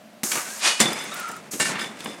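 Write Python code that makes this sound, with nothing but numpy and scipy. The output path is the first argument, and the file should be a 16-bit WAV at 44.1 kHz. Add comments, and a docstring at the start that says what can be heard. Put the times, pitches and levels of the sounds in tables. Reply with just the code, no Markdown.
"""A pneumatic machine shifts glass bottles along metal guides in a workshop, heard from close by.
Its knocks are noise bursts with a frame ring; valves vent and a slide rushes to its stop as coloured noise.
Blows ring a pusher plate and touches ring the bottles, both as decaying sines; clicks swell into the rattle.
Glass squeaks on the rail as wandering tones. Behind it lie the room's tail and the steady noise of the hall.
A small microphone thins the deep bass, rounds the peaks and cuts the top."""
import sys
import numpy as np
from scipy import signal
from scipy.fft import rfft, irfft
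from scipy.io import wavfile
from scipy.ndimage import uniform_filter1d

SR = 44100
rng = np.random.default_rng(int(sys.argv[2]) if len(sys.argv) > 2 else 0)


def wrap_up_sound(samples):
    """Save the sound to the file named by the first command line argument, as 16-bit audio."""
    columns = np.atleast_2d(samples).T
    # keep every value between -1 and 1, then stretch to whole-number steps
    tamed = np.clip(columns, -1, 1)
    steps = np.round(tamed * 32767).astype(np.int16)
    wavfile.write(sys.argv[1], SR, steps)


N = 97020

# ringing modes of a glass bottle: f/Hz, level/dB, t60/s
BOTTLE_MODES = [(2070, -2, .1), (2230, -4, .1), (3470, -3, .12), (3517, 0, .18), (3560, -6, .1),
                (3750, -9, .12), (5042, -3, .1), (5110, -5, .07), (6150, -3, .04), (7200, -3, .06),
                (7890, -7, .06), (8950, -3, .06), (9150, -5, .05), (10600, -4, .05), (11700, -4, .06)]
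# for plate blows and bottle touches: random spread of mode level, and of pitch as a fraction
MODE_SCATTER_DB, MODE_DETUNE = 2, .002


def undb(db):
    """Amplitude factor for a level in dB."""
    return 10 ** (np.asarray(db) / 20)


def unit(x):
    """Scale to an RMS of one."""
    return x / np.sqrt(np.mean(x ** 2))


def unit_energy(x):
    """Scale a response to a total energy of one."""
    return x / np.sqrt(np.sum(x ** 2))


def noise():
    """White noise over the whole scene."""
    return rng.standard_normal(N)


def decay(t, t60):
    """Exponential fade that falls 60 dB in t60 seconds."""
    return 1000. ** (-t / t60)


def band(x, hz, order=4):
    """Keep what lies between two frequencies."""
    return signal.sosfilt(signal.butter(order, hz, "bandpass", fs=SR, output="sos"), x)


def curve(rows, axis=1):
    """A column joined by straight lines in time, and a gate that is silent outside its span."""
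    r, t = np.array(rows), np.arange(N) / SR
    to_nearest_end = np.minimum(t - r[0, 0], r[-1, 0] - t)
    gate = np.clip(to_nearest_end / .004, 0, 1)  # 4 ms fades
    return np.interp(t, r[:, 0], r[:, axis]), gate


def played(x, rows):
    """A steady sound made to follow a level curve."""
    db, gate = curve(rows)
    return unit(x) * undb(db) * gate


def colour(x, table):
    """Shape a spectrum by dB points joined over log frequency."""
    r = np.array(table)
    f = np.arange(N // 2 + 1) * SR / N + 1  # 1 Hz up, so that the log exists
    db = np.interp(np.log(f), np.log(r[:, 0]), r[:, 1])
    return irfft(rfft(x) * undb(db), N)


def ring(modes, scatter_db=0., detune=0., favour_hz=1000., favour_db_per_oct=0.):
    """Response of a struck object: decaying sines, weaker away from the favoured pitch."""
    t = np.arange(SR // 2) / SR
    out = np.zeros(len(t))
    for hz, db, t60 in modes:
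        level_draw, pitch_draw = rng.standard_normal(2)
        octaves_off = abs(np.log2(hz / favour_hz))
        level = undb(db + scatter_db * level_draw - favour_db_per_oct * octaves_off)
        tone = np.sin(2 * np.pi * hz * (1 + detune * pitch_draw) * t)
        out += level * tone * decay(t, max(t60, .01))
    return out


def rung(x, rows, response):
    """An excitation that follows a level curve sets a ringing response going."""
    ringing = signal.fftconvolve(played(x, rows), unit_energy(response))[:N]
    return band(ringing, (600, 14000))


def add(out, s, x):
    """Place a sound at s seconds, cut off at the end of the scene."""
    i = int(s * SR)
    out[i:i + len(x)] += x[:N - i]


def knocks():
    """Each blow of the mechanism is a snap with a short crack, a thud and a ring of the frame."""
    # blows: t/s, crack level/dB, bass level/dB, treble level/dB, crack t60/s, bass t60/s, crack centre f/Hz
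    blows = [(0.2333, -20, -25, -18, 0.022, 0.041, 1190), (.238, -33, -31.5, -15.5, 0.017, 0.042, 920),
             (0.3167, -21.5, -50, -19, 0.082, .06, 2250), (.355, -24, -52, -22, 0.064, .05, 1510),
             (.372, -26.5, -35.5, -38, 0.16, 0.032, 1130), (0.8009, -14, -19.5, -14.5, .14, 0.098, 1480),
             (.855, -27.5, -22.5, -26, 0.088, 0.04, 1180), (1.296, -34, -48, -47, 0.11, 0.034, 790),
             (1.535, -37, -30, -39, 0.16, 0.15, 2420), (1.599, -17.5, -30, -18, 0.066, 0.079, 834),
             (1.755, -31, -36, -43, 0.1, 0.037, 2040), (1.794, -26.5, -44, -30, 0.069, 0.048, 1960),
             (1.844, -22.5, -47, -47, 0.01, 0.041, 1850), (2.005, -33, -37.5, -33, 0.04, 0.066, 2510),
             (2.059, -22.5, -37, -39, 0.026, .06, 1410), (2.078, -45, -34, -52.5, 0.046, 0.048, 700),
             (2.097, -53, -34, -44, 0.027, 0.024, 760)]
    # ringing modes of the machine frame: f/Hz, level/dB, t60/s
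    frame_modes = [(205, -2, .08), (252, -4, .12), (346, 0, .25), (528, -4, .3), (850, -12, .1),
                   (1200, -7, .18), (2350, -8, .12)]
    bass_hz, treble_hz = (162, 454), (3700, 10800)
    crack_half_width_oct, treble_fade_ratio = 0.83, 0.23
    snap_db, attack_s, shortest_t60_s = 6, .0004, .015
    frame_db = -10.5  # relative to the bass of the blow
    out, t = np.zeros(N), np.arange(SR // 2) / SR
    for s, crack_db, bass_db, treble_db, crack_t60, bass_t60, crack_hz in blows:
        width = 2 ** crack_half_width_oct
        parts = [(bass_hz, bass_db, bass_t60),
                 ((crack_hz / width, crack_hz * width), crack_db, crack_t60),
                 (treble_hz, treble_db, crack_t60 * treble_fade_ratio)]
        for hz, db, t60 in parts:
            env = (1 - np.exp(-t / attack_s)) * decay(t, max(t60, shortest_t60_s))
            # share of the full spectrum, so that narrow bands are not quieter
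            share = (hz[1] - hz[0]) / (SR / 2)
            snap = undb(snap_db) * (t == 0) / np.sqrt(share) / 2
            blow = rng.standard_normal(len(t)) * env + snap
            add(out, s, undb(db) * band(blow, hz, order=2) / np.sqrt(share))
        frame = band(ring(frame_modes, 2, .002), (150, 6000), order=2)
        add(out, s, undb(bass_db + frame_db) * frame)
    return out


def vents():
    """Air leaves the valves in puffs of coloured noise."""
    # one level curve for each stretch of venting: t/s, level/dB
    puffs = [
        [(0.233, -34), (0.237, -26), (0.301, -29), (0.319, -25.5), (0.339, -29), (0.353, -27), (0.457, -38),
         (0.61, -38)],
        [(1.507, -52), (1.515, -33), (1.531, -31), (1.569, -37), (1.593, -37), (1.6, -21)],
    ]
    # spectrum of the escaping air: f/Hz, level/dB per Hz
    air_spectrum = [(180, -27), (300, -6), (667, -10), (961, -14), (1150, -6.5), (1690, -10), (2480, -10.5),
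                    (3350, -17.5), (6520, 0), (12500, -9), (16000, -21)]
    return sum(played(colour(noise(), air_spectrum), puff) for puff in puffs)


def rush():
    """Hiss of the slide on its way to the stop, ringing its guide rods."""
    # the rush: t/s, level/dB
    rush_level = [(0.59, -41), (0.652, -18), (0.678, -17), (0.768, -33.5), (0.794, -33.5), (0.8, -10)]
    # spectrum of the hiss: f/Hz, level/dB per Hz
    hiss_spectrum = [(88, -52), (150, -22), (312, -13.5), (364, -17), (589, -8.5), (866, -7.5),
                     (4460, -5.5), (9450, -11), (12900, -30.5), (15000, -47)]
    # ringing modes of the guide rods: f/Hz, level/dB, t60/s
    rod_modes = [(1844, -6, .06), (2464, 0, .1), (2931, -4, .1), (3463, -5, .07), (4412, -4, .05),
                 (6652, -5, .07)]
    rods_db = -6
    hiss = played(colour(noise(), hiss_spectrum), rush_level)
    return hiss + undb(rods_db) * rung(noise(), rush_level, ring(rod_modes))


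def plate():
    """Blows ring the pusher plate; the point of contact decides which modes answer most."""
    # blows on the plate: t/s, level/dB, favoured f/Hz
    plate_blows = [(1.602, -21.5, 1620), (1.602, -13.5, 7800), (1.626, -22.5, 2600), (1.656, -24, 1810),
                   (1.755, -30.5, 2260), (1.792, -32.5, 2190), (1.815, -28, 1710), (1.843, -38.5, 2440)]
    # ringing modes of the plate: f/Hz, level/dB, t60/s
    plate_modes = [(1400, -7, .08), (1531, -3, .16), (1793, 0, .18), (1850, -6, .1), (2190, -2, .12),
                   (2310, -5, .1), (2785, -3, .16), (3805, -8, .15), (6611, -12, .12), (6900, -12, .1),
                   (7620, -8, .12), (8150, -7, .18), (10770, -13, .08)]
    favour_db_per_oct = 9.5
    out = np.zeros(N)
    for s, db, hz in plate_blows:
        add(out, s, undb(db) * ring(plate_modes, MODE_SCATTER_DB, MODE_DETUNE, hz, favour_db_per_oct))
    return band(out, (600, 14000), order=2)


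def clinks():
    """Every touch excites the bottle modes in its own proportions."""
    # touches: t/s, level/dB, favoured f/Hz
    touches = [(.803, -11, 7300), (.812, -22, 3515), (.812, -20, 5070), (.858, -24, 3515),
               (.931, -25.5, 4830), (.931, -31, 11000), (.98, -38, 3515), (.988, -28, 6200),
               (1.0, -30, 2120), (1.042, -38, 9000), (1.055, -32, 2080), (1.166, -36, 2080),
               (1.29, -36, 7200), (1.315, -34, 7300), (1.365, -40.5, 7200), (1.712, -55, 9000),
               (1.81, -31, 5042), (1.845, -47, 3515), (2.045, -32.5, 8900), (2.09, -42.5, 3515)]
    favour_db_per_oct = 24
    out = np.zeros(N)
    for s, db, hz in touches:
        add(out, s, undb(db) * ring(BOTTLE_MODES, MODE_SCATTER_DB, MODE_DETUNE, hz, favour_db_per_oct))
    return out


def ticks():
    """Dry ticks high in the treble: short fading bursts of noise."""
    # ticks: t/s, level/dB
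    tick_rows = [(1.0385, -34), (1.1418, -27), (1.1674, -40), (1.198, -28.5), (1.284, -35), (1.3144, -38),
                 (1.3636, -39.5), (1.996, -48), (2.043, -39)]
    t60_s, tick_hz = .035, (8600, 15500)
    out, t = np.zeros(N), np.arange(SR // 10) / SR
    for s, db in tick_rows:
        burst = rng.standard_normal(len(t)) * decay(t, t60_s)
        add(out, s, undb(db) * band(burst, tick_hz))
    return out


def jostle():
    """Bottles jostling keep their modes humming: noise drives the bottle response."""
    # one level curve for each stretch of jostling: t/s, level/dB
    stretches = [
        [(0.81, -26.5), (0.872, -39), (0.908, -59), (0.994, -35.5), (1.18, -60), (1.268, -66), (1.3, -50)],
        [(1.78, -47), (1.814, -33), (1.964, -66), (2.026, -47), (2.04, -42.5), (2.094, -44.5), (2.2, -59)],
    ]
    favour_hz, favour_db_per_oct = 3515, 3.
    return sum(rung(noise(), rows, ring(BOTTLE_MODES, 0, 0, favour_hz, favour_db_per_oct))
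               for rows in stretches)


def clicks(per_s, spread_db):
    """Random clicks with a long tail of loud ones."""
    present = rng.random(N) < per_s / SR
    return present * np.sign(noise()) * undb(spread_db * rng.exponential(size=N))


def rattle():
    """Bottles along the rail: dense small impacts, with bass and treble of their own level."""
    # one curve for each stretch: t/s, middle level/dB, bass above it level/dB, treble above it level/dB
    stretches = [
        [(0.317, -41.5, -8, 4), (0.377, -34.5, 0, -1), (0.401, -37, -20, -0.5), (0.445, -38, -18, -2),
         (0.491, -40, -7.5, 0.5), (0.541, -44, -28, 4.5), (0.6, -45.5, -22, 2)],
        [(0.803, -34, 13, 18), (0.853, -28, -2, -1), (0.907, -32.5, -0.5, -4), (1.081, -39.5, -4.5, -3),
         (1.193, -37.5, -6.5, -2), (1.275, -40.5, -19, -5), (1.299, -38.5, -1.5, -3), (1.359, -46.5, 1, -3),
         (1.495, -54.5, 6, -5), (1.5, -36, -3, -26)],
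        [(1.603, -46.5, 17, 24), (1.681, -33, -4, 3.5), (1.729, -32, -3, -6), (1.767, -32.5, -7, -19),
         (1.811, -36, -1.5, 0), (1.935, -45.5, 1, -9.5), (2.041, -43, -5, -1.5), (2.061, -50, 16.5, -5),
         (2.073, -47, 8.5, 3.5), (2.119, -41.5, 0, -6.5), (2.2, -50.5, 4.5, -5)],
    ]
    # colour of the rattle: f/Hz, level/dB per Hz
    rail_spectrum = [(59, -30), (100, -9), (208, 3), (425, -3), (524, -4.5), (688, -4), (2130, -2.5),
                     (3250, -6.5), (9070, -7), (15000, -32.5)]
    # bands of middle, bass and treble: lower f/Hz, upper f/Hz
    rail_bands = (523, 2830), (107, 830), (3220, 16300)
    impacts_per_s, spread_db, grain_s = 2300, 2, 0.006
    grain = np.exp(-np.arange(SR // 50) / (grain_s * SR))
    size = signal.fftconvolve(np.abs(clicks(impacts_per_s, spread_db)), grain)[:N]
    middle, bass, treble = [unit(band(colour(size * noise(), rail_spectrum), hz, order=2))
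                            for hz in rail_bands]
    out = np.zeros(N)
    for rows in stretches:
        out += played(middle, rows)
        out += played(bass, rows) * undb(curve(rows, axis=2)[0])
        out += played(treble, rows) * undb(curve(rows, axis=3)[0])
    return out


def wavering(hz, width_hz):
    """A tone whose size and phase wander."""
    k = int(SR / width_hz)
    a, b = (unit(uniform_filter1d(uniform_filter1d(noise(), k), k)) for _ in range(2))
    wander = a + 1j * b + .5  # the .5 is a steady part
    return unit(np.real(wander * np.exp(2j * np.pi * np.cumsum(hz) / SR)))


def squeaks():
    """Stick-slip of glass on steel: a beating pair of tones and brief glides."""
    # the long squeak: t/s, f/Hz, level/dB
    squeak_rows = [(1.1, 1265, -49), (1.125, 1288, -37), (1.15, 1375, -40.5), (1.18, 1448, -40),
                   (1.215, 1412, -37), (1.25, 1366, -36.5), (1.275, 1382, -35), (1.305, 1456, -42),
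                   (1.33, 1400, -42), (1.37, 1400, -45), (1.41, 1410, -56)]
    # gliding chirps: t/s, length/s, start f/Hz, end f/Hz, level/dB
    chirp_rows = [(.44, .15, 1450, 1750, -45), (.93, .09, 1800, 3050, -36), (1.04, .055, 6250, 6600, -42),
                  (1.11, .045, 3720, 3800, -41), (1.22, .06, 6700, 6200, -50)]
    width_hz, chirp_width_hz = 75, 85
    twin_offset_hz, twin_db = -105, -1
    hz = curve(squeak_rows)[0]
    db, gate = curve(squeak_rows, axis=2)
    pair = wavering(hz, width_hz) + undb(twin_db) * wavering(hz + twin_offset_hz, width_hz)
    out = undb(db) * gate * pair
    t = np.arange(N) / SR
    for s, length, hz0, hz1, db in chirp_rows:
        u = np.clip((t - s) / length, 0, 1)  # progress through the glide
        swell = np.sin(np.pi * u) ** .5
        out = out + undb(db) * swell * wavering(hz0 + (hz1 - hz0) * u, chirp_width_hz)
    return out


def room(dry):
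    """Reverberation of the workshop: a dulled, fading noise tail that starts after 8 ms."""
    level_db, t60_s, dull_hz = -17, 0.27, 5400
    t = np.arange(SR) / SR
    dull = signal.lfilter([1], [1, -np.exp(-2 * np.pi * dull_hz / SR)], rng.standard_normal(SR))
    tail = dull * decay(t, t60_s) * (t > .008)
    return undb(level_db) * signal.fftconvolve(dry, unit_energy(tail))[:N]


def hall():
    """Hum of the hall in the distance: steady coloured noise."""
    # spectrum of the hall: f/Hz, level/dB per Hz
    hall_spectrum = [(35, -72), (60, -24), (172, -13), (207, -1), (398, -17), (553, -12.5), (593, -4),
                     (903, -17.5), (2350, -20.5), (14900, -36.5), (16000, -44)]
    level_db = -49
    return undb(level_db) * unit(colour(noise(), hall_spectrum))


def scene():
    """The machine and its bottles close by, then the room and the hall behind them."""
    machine = knocks() + vents() + rush() + plate()
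    bottles = clinks() + ticks() + jostle() + rattle() + squeaks()
    close = machine + bottles
    return (close + room(close) + hall())[None]


def record(dry):
    """A small microphone without deep bass; the loudest peaks are rounded and the top is cut."""
    low_hz, top_hz, peak_limit = 81.4, 16000, .9
    x = signal.sosfilt(signal.butter(2, low_hz, "highpass", fs=SR, output="sos"), dry)
    x = peak_limit * np.tanh(x / peak_limit)
    return signal.sosfilt(signal.ellip(10, .2, 80, top_hz, fs=SR, output="sos"), x)


dry = scene()
out = record(dry)
wrap_up_sound(out)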